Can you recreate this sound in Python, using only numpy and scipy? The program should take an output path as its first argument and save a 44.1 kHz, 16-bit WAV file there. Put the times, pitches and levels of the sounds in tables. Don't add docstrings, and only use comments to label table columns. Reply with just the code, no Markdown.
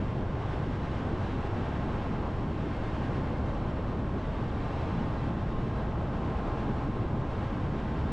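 import sys
import numpy as np
from scipy import signal
from scipy.fft import rfft, irfft, next_fast_len
from scipy.io import wavfile
from scipy.ndimage import uniform_filter1d

SR = 44100
rng = np.random.default_rng(int(sys.argv[2]) if len(sys.argv) > 2 else 0)


def natural_amplitude(level_db):
    exponent = np.asarray(level_db, float) / 20
    return 10 ** exponent


def put_to_file(sound):
    columns = np.atleast_2d(sound).T
    safe = np.clip(columns, -1, 1)
    whole_steps = np.round(safe * 32767)
    wavfile.write(sys.argv[1], SR, whole_steps.astype(np.int16))


N = 358091

# (frequency [Hz], density [dB per Hz])
BODY_COLOUR = [(4, -5.5), (12, -9), (27, 3), (45, -1), (58, 0), (70, 5.5), (84, -1.5), (105, 3.5),
               (140, 2.5), (158, -6.5), (225, -5.5), (242, -12.5), (285, -6.5), (325, -8.5), (345, -9.5),
               (420, -12)]
TYRE_COLOUR = [(380, 3), (450, 0.5), (530, -3), (585, -7), (650, -3.5), (750, -4), (900, -8.5),
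               (1000, -7.5), (1150, -9.5), (1300, -13), (1450, -14.5), (1600, -16)]
WIND_COLOUR = [(1450, 1.5), (1600, 0), (1750, -3), (2100, -5.5), (2500, -9), (2850, -11.5), (3200, -9),
               (3450, -11), (3900, -14), (4700, -19), (5800, -28.5), (7000, -31), (8200, -35), (9500, -43),
               (10500, -47), (12700, -52.5)]
BODY_EDGES_HZ = (18, 50, 92, 160, 250, 400)
TYRE_EDGES_HZ = (400, 580, 850, 1500)
WIND_EDGES_HZ = (1500, 2800, 5500, 11000)
BODY_DB, BODY_FOLLOWS = (-40.5, -39, -37, -39.5, -41.5), (0.5, 0.3, -0.3, -0.05, 0.2)
TYRE_DB, TYRE_FOLLOWS = (-45, -46.5, -46), (0.72, 1.7, 1.3)
WIND_DB, WIND_FOLLOWS = (-52.5, -60.5, -73.5), (0.96, 1.1, 0.93)

# (time [s], pitch [Hz], swell [dB])
BUMPS = [(0.18, 121, 2.9), (0.19, 316, 3), (0.29, 30, 1.5), (0.45, 121, 1.5), (0.61, 121, 1.5),
         (1.12, 30, 0), (1.12, 316, 4.5), (1.19, 121, 2.5), (1.33, 316, 2.5), (1.82, 200, 3),
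         (1.83, 316, 2), (2.01, 30, -1), (2.15, 200, 3.5), (2.5, 67, 1), (2.53, 316, 1.5), (2.69, 316, 3.5),
         (2.97, 316, 3.5), (3.09, 121, 3.5), (3.11, 316, 0.5), (3.2, 67, 2), (3.3, 316, 2), (3.43, 67, 6.5),
         (3.64, 30, 4.5), (3.79, 67, 2), (3.93, 316, 2), (3.95, 67, 6), (4.18, 316, 2), (4.2, 67, 2),
         (4.34, 67, 2), (4.9, 67, 5.5), (4.99, 200, 6), (5.02, 30, 2.5), (5.27, 121, 4), (5.29, 316, 3.5),
         (5.35, 200, 5), (5.54, 30, 6.5), (5.67, 121, 2), (5.81, 67, 5.5), (5.99, 67, 2), (6.19, 67, 2),
         (6.38, 67, 5), (6.47, 30, 2.5), (6.51, 316, 1.8), (6.65, 200, 4.5), (6.68, 316, 1.5),
         (6.84, 121, 1.5), (6.86, 316, 3), (6.93, 30, 3), (7.02, 121, 3.5), (7.05, 316, 3), (7.17, 121, 4),
         (7.65, 121, 3.5), (7.75, 67, 2.5), (7.78, 200, 3.5), (7.92, 200, 3.5), (8.01, 67, 7), (2.1, 67, 1),
         (4.3, 30, 2), (5.55, 200, 2), (6.05, 30, 3)]
# (time [s], pitch [Hz], dip [dB])
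LULLS = [(0.15, 67, -7), (0.34, 316, -2.5), (0.37, 200, -4.5), (0.43, 30, -6), (0.52, 200, -9),
         (0.61, 30, -6), (0.77, 30, -8), (1.27, 30, -7), (1.47, 200, -6), (1.61, 67, -4), (2.04, 121, -6),
         (2.05, 316, -2.5), (2.26, 121, -6), (2.51, 30, -4.5), (2.63, 67, -5.5), (2.7, 30, -5.5),
         (2.81, 121, -4), (2.82, 200, -3.5), (3.06, 67, -5.5), (3.58, 67, -1), (3.81, 316, -3),
         (3.82, 121, -4), (3.96, 30, -2.5), (4.21, 121, -5.5), (4.29, 316, -6.5), (4.67, 67, -1),
         (4.76, 200, -4), (4.91, 30, -8), (5.17, 316, -1), (5.75, 316, -2), (5.92, 316, -4),
         (5.96, 30, -2.5), (6.2, 121, -3.5), (6.39, 316, -4.5), (6.43, 121, -6.5), (6.52, 200, -7),
         (6.66, 67, 0), (6.96, 67, -6), (7.32, 200, -5.5), (7.32, 316, -1), (7.56, 67, -6),
         (7.72, 30, -3.5), (7.78, 121, -5), (7.95, 121, -2), (0.1, 316, -4), (0.75, 200, -2),
         (1.55, 200, -2.5), (1.8, 30, -4), (2.3, 200, -2.5), (2.55, 121, -4), (4.6, 200, -3), (5.1, 30, -5),
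         (6.2, 30, -5), (7.25, 121, 0), (1.4, 121, -1), (0.9, 121, -2), (6.15, 316, -1.5), (5.0, 316, -2)]
# (time [s], tread noise [dB])
ROAD = [(0.0, -43), (0.49, -42), (0.8, -42.5), (1.91, -41), (2.25, -41.5), (2.59, -42.5), (3.08, -41.5),
        (4.1, -42.5), (4.82, -41), (5.46, -42.5), (5.8, -42.0), (6.52, -40.5), (6.99, -42), (7.33, -42),
        (7.72, -42.5), (8.07, -41.5)]
# (time [s], change [dB])
PATCHES = [(0.31, -2), (0.42, 1), (0.68, -3), (1.07, 1.3), (1.2, 1.5), (1.34, -1.5), (1.95, 1.5), (2.26, 2),
           (2.34, -2.5), (2.42, 0), (2.55, -2), (2.84, 1), (4.06, -2), (4.23, -2), (4.4, 1.0), (4.49, -3.5),
           (4.61, -1.5), (4.7, 1.5), (5.29, 1), (5.43, -0.5), (5.67, -2), (5.79, 2.5), (5.91, -1.5),
           (6.47, 1), (6.82, 1), (6.92, -2.3), (6.96, 0), (7.41, 2), (0.15, -0.5), (0.8, -1), (1.55, 1),
           (1.8, 0.5), (2.1, -0.5), (3.3, 0), (3.75, -1.5), (5.22, 0.5), (7.05, -0.2), (7.33, 0.5),
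           (7.55, 0.5)]
# (time [s], level [dB])
TREAD_WHINE = [(0, -59), (.6, -57), (.8, -63), (1.6, -62), (2.0, -58), (2.5, -61), (3.0, -57), (3.6, -60),
               (4.1, -66), (4.5, -62), (4.7, -57), (5.5, -59), (6.0, -56), (6.6, -55), (7.4, -56),
               (7.9, -62)]
# (time [s], pitch [Hz], peak [dB])
KNOCKS = [
    (3.796, 560, -28),
    (7.324, 1000, -31),
    (8.1203, 260, -24),
]
# (time [s], hiss [dB])
AIRFLOW = [(0.0, -62.5), (0.25, -64), (0.56, -61), (0.96, -61.5), (1.84, -61.5), (2.48, -63), (2.97, -60.5),
           (3.5, -63), (4.03, -64), (4.79, -61), (5.49, -63.5), (5.95, -63.5), (6.52, -62), (7.1, -64.5),
           (7.42, -64), (8.07, -61.5)]
# (time [s], change [dB])
BUFFETS = [(0.29, -1), (0.5, 1), (0.54, 0), (0.77, -1.5), (0.94, 1.5), (1.12, -1), (1.27, 1.5),
           (1.39, -0.5), (1.62, 1), (1.71, 0.2), (1.93, 0.5), (2.84, 0.5), (3.26, -0.5), (3.42, -1.5),
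           (4.06, -1.5), (4.8, 1), (5.23, 1), (5.35, -1.5), (5.92, -1), (6.61, 1), (6.79, 1), (6.92, -0.3),
           (7.08, -1), (7.2, 0), (7.35, 3), (7.46, 2.5), (7.67, -0.5), (7.81, 0.5), (0.15, 0.5),
           (0.7, -0.5), (2.45, -0.5), (3.1, 0.5), (4.55, -1.7), (4.65, 0.2), (5.58, 0.2), (5.7, 0),
           (7.0, 0.5)]
BUMP_S, PATCH_S, BUFFET_S = 0.051, 0.031, 0.044
# (time abreast [s], level [dB], half length [s])
OVERTAKEN = [
    (0.152, -45, 0.14),
    (3.402, -44.5, 0.64),
]
# (time [s], pitch [Hz], level [dB])
NEIGHBOUR_WHINE = [
    (2.6, 1050, -77),
    (2.9, 1075, -64),
    (3.3, 1130, -58),
    (4.1, 1120, -55),
    (4.4, 1173, -55),
    (4.9, 1177, -54),
    (5.3, 1200, -78),
]

# (frequency [Hz], width [Hz], height over the noise [dB])
MODES = [(530, 22, 2.5), (645, 20, 2), (2440, 40, 2.5), (2580, 40, 2.5), (2672, 14, 3.5), (3075, 50, 2.5),
         (3690, 60, 3), (1056, 20, 2), (1534, 8, 4.7), (1609, 8, 4.7), (1636, 11, 6.5), (1833, 20, 6.7),
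         (1916, 8, 4.5), (1986, 9, 8), (2131, 11, 7), (2207, 11, 5.0), (2343, 23, 3.5), (2713, 17, 4),
         (2901, 12, 4.3), (3165, 8, 5.6), (3195, 14, 8), (3262, 13, 4.4), (3423, 8, 4.3), (3493, 11, 4.4),
         (3579, 13, 8), (3816, 19, 8.5), (3967, 9, 11), (4263, 8, 4), (5345, 11, 6.0), (5673, 10, 6.2),
         (5916, 13, 7.0), (5986, 25, 7.0), (6201, 10, 6.3), (6395, 35, 6.2), (10858, 28, 8.8),
         (7634, 20, 5), (11326, 30, 6)]
# (delay [ms], level [dB])
CABIN = [(3.7, -42.5), (10.3, -34), (12.4, -24)]
# (frequency [Hz], side minus mid [dB])
WIDTH = [(150, -58), (250, -41.5), (330, -43.5), (420, -24), (520, -15), (700, -19), (1000, -13.5),
         (1500, -14), (2400, -14.5), (3700, -15.5), (5500, -15.5), (7500, -16.5), (9500, -15.5),
         (12000, -18)]
# (frequency [Hz], width [Hz])
SIDE_GAPS = [(1900, 50), (3340, 30), (3790, 70), (4130, 50)]
TUNNEL_DELAY_S, TUNNEL_T60_S, TUNNEL_DB = 0.0585, 0.31, -6.5

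SIZE = next_fast_len(N + SR)
LEAD = SR * 3 // 4
TIME_S = (np.arange(SIZE) - LEAD) / SR
HZ = np.arange(SIZE // 2 + 1) * SR / SIZE + 1e-3
OCTAVE = np.log2(HZ)


def body():
    levels = following(change(ROAD, [], PATCH_S), BODY_DB, BODY_FOLLOWS)
    for s, hz, db in BUMPS + LULLS:
        levels[np.searchsorted(BODY_EDGES_HZ, hz) - 1] += swell(s, db, BUMP_S)
    boom = rushing(levels, BODY_COLOUR, BODY_EDGES_HZ, flicker_db=0.0, flicker_rate=4.3,
                   depth=1.0, outer_hz=(1.5, 400))
    return evened(boom)


def evened(x):
    deep = irfft(rfft(x) * band(1.5, 100) ** 2, SIZE)
    flat = even(deep, 0.025, 0.27)
    return x - deep + unit(flat) * np.std(deep)


def tyres():
    levels = following(change(ROAD, PATCHES, PATCH_S), TYRE_DB, TYRE_FOLLOWS)
    return rushing(levels, TYRE_COLOUR, TYRE_EDGES_HZ, flicker_db=-0.07, flicker_rate=21,
                   depth=0.35, outer_hz=(400, 1500))


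def whine():
    t = np.arange(N) / SR
    pitch_hz = 1062 + 1.6 * walk(3.5)[:N]
    level = natural_amplitude(np.interp(t, *np.transpose(TREAD_WHINE)) + 4)
    return level * tone(pitch_hz)


def knocks():
    t = np.arange(N) / SR
    out = np.zeros(N)
    for s, hz, db in KNOCKS:
        cycles = (t - s) * hz
        out += natural_amplitude(db) * np.cos(2 * np.pi * cycles) * np.exp(-(cycles / 1.1) ** 2)
    return out


def wind():
    flap_hz = 8.5 + 2.2 * walk(5)
    flap = tone(flap_hz) * (1 + 0.37 * walk(1.2))
    gust = natural_amplitude(0.56 * flap + 0.66 * walk(30))
    levels = following(change(AIRFLOW, BUFFETS, BUFFET_S), WIND_DB, WIND_FOLLOWS)
    hiss = rushing(levels, WIND_COLOUR, WIND_EDGES_HZ, flicker_db=0.06, flicker_rate=11,
                   depth=0.25, outer_hz=(1500, 13300))
    return gust * hiss


def traffic():
    through_doors = band(298, 660)
    roar = unit(irfft(rfft(rng.standard_normal(SIZE)) * through_doors, SIZE))
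    passing = sum(swell(s, natural_amplitude(db), half_s) for s, db, half_s in OVERTAKEN)
    s, hz, level_db = np.transpose(NEIGHBOUR_WHINE)
    pitch_hz = np.interp(TIME_S, s, hz) + 3 * walk(8)
    level = natural_amplitude(np.interp(TIME_S, s, level_db))
    return level * tone(pitch_hz) + roar * passing


def shudder(panels):
    burst_db = 1.2 * walk(22)[:N] - 0.17
    return panels * (natural_amplitude(burst_db) - 1)


def echo():
    t = np.arange(SR // 2) / SR
    late = np.clip(t - TUNNEL_DELAY_S, 0, None)
    build_up = np.clip(late / 0.011, 0, 1)
    decay = np.exp(-np.log(1000) * late / TUNNEL_T60_S)
    tail = rng.standard_normal(len(t)) * build_up * decay
    return rfft(tail / np.sqrt(np.sum(tail ** 2)), SIZE)


def ringing():
    ring = 1
    for hz, width, db in MODES:
        ring = ring * (1 + (natural_amplitude(db) - 1) / (1 + 2j * (HZ - hz) / width))
    return ring


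def space():
    above_bass = band(455, SR)
    early = sum(natural_amplitude(db) * np.exp(-2j * np.pi * HZ * ms / 1000) for ms, db in CABIN)
    ring = ringing()
    mid = ring * (1 + above_bass * (early + natural_amplitude(TUNNEL_DB) * echo()))
    mid = mid / np.sqrt(uniform_filter1d(abs(mid) ** 2, size=3000))
    gaps = 1
    for hz, width in SIDE_GAPS:
        gaps = gaps * (1 - 0.85 * np.exp(-((HZ - hz) / width) ** 2))
    side = natural_amplitude(on_log(WIDTH) - 1.1) * ring * gaps * echo()
    return mid, side


def rushing(levels, colour, edges_hz, flicker_db, flicker_rate, depth, outer_hz):
    spectrum = rfft(rng.standard_normal(SIZE)) * natural_amplitude(on_log(colour))
    out = 0
    for k, db in enumerate(levels):
        lo, hi = edges_hz[k], edges_hz[k + 1]
        reach_lo = outer_hz[0] if k == 0 else lo
        reach_hi = outer_hz[1] if k == len(levels) - 1 else hi
        reached = spectrum * band(reach_lo, reach_hi)
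        inner = spectrum * band(lo, hi)
        share = np.sqrt(np.sum(abs(reached) ** 2) / np.sum(abs(inner) ** 2))
        window_s = 6.5 / np.sqrt(lo * hi) + 0.12
        noise = unit(even(unit(irfft(reached, SIZE)), window_s, depth))
        out = out + share * noise * natural_amplitude(db + flicker_db * walk(flicker_rate))
    return out


def following(control_db, rest_db, follows):
    return np.array(rest_db)[:, None] + np.array(follows)[:, None] * control_db


def change(curve, events, half_s):
    s, db = np.transpose(curve)
    slow = np.interp(TIME_S, s, db - np.mean(db))
    return slow + sum(swell(*event, half_s) for event in events)


def swell(s, height, half_s):
    return height * np.clip(1 - ((TIME_S - s) / (1.72 * half_s)) ** 2, 0, 1) ** 2


def tone(pitch_hz):
    return np.sin(2 * np.pi * np.cumsum(pitch_hz) / SR)


def walk(rate):
    k = int(SR / rate)
    held = np.repeat(rng.standard_normal(SIZE // k + 1), k)
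    return 0.886 * uniform_filter1d(uniform_filter1d(held, k), k)[:SIZE]


def even(x, window_s, depth):
    k = int(window_s * SR)
    power = uniform_filter1d(uniform_filter1d(x ** 2, k), k) + 1e-12
    return x * power ** (-np.clip(depth, 0, 1) / 2)


def band(lo_hz, hi_hz):
    rise = np.clip((OCTAVE - np.log2(lo_hz)) / 0.3 + 0.5, 0, 1)
    fall = np.clip((OCTAVE - np.log2(hi_hz)) / 0.3 + 0.5, 0, 1)
    return np.sin(np.pi / 2 * rise) * np.cos(np.pi / 2 * fall)


def on_log(table):
    hz, db = np.transpose(table)
    return np.interp(np.log(HZ), np.log(hz), db)


def unit(x):
    return x / np.sqrt(np.mean(x ** 2))


def scene():
    sound = rfft(body() + tyres() + wind() + traffic())
    mid_response, side_response = space()
    mid = irfft(sound * mid_response, SIZE)[LEAD:LEAD + N]
    side = irfft(sound * side_response, SIZE)[LEAD:LEAD + N]
    panels = irfft(sound * mid_response * band(130, 480), SIZE)[LEAD:LEAD + N]
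    mid = mid + whine() + knocks() + shudder(panels)
    return np.array([mid + side, mid - side])


def band_limit(x):
    return signal.sosfilt(signal.butter(12, 12740, fs=SR, output="sos"), x)


def record(dry):
    k = int(0.0031 * SR)
    swing = uniform_filter1d(uniform_filter1d(dry.mean(axis=0) ** 2, k), k)
    held = natural_amplitude(0.29) * dry * (1 + (swing / natural_amplitude(-25) ** 2) ** 2) ** -0.14
    fade_in = np.clip(np.arange(N) / SR / 0.0015, 0, 1)
    return band_limit(held * fade_in)


dry = scene()
out = record(dry)
put_to_file(out)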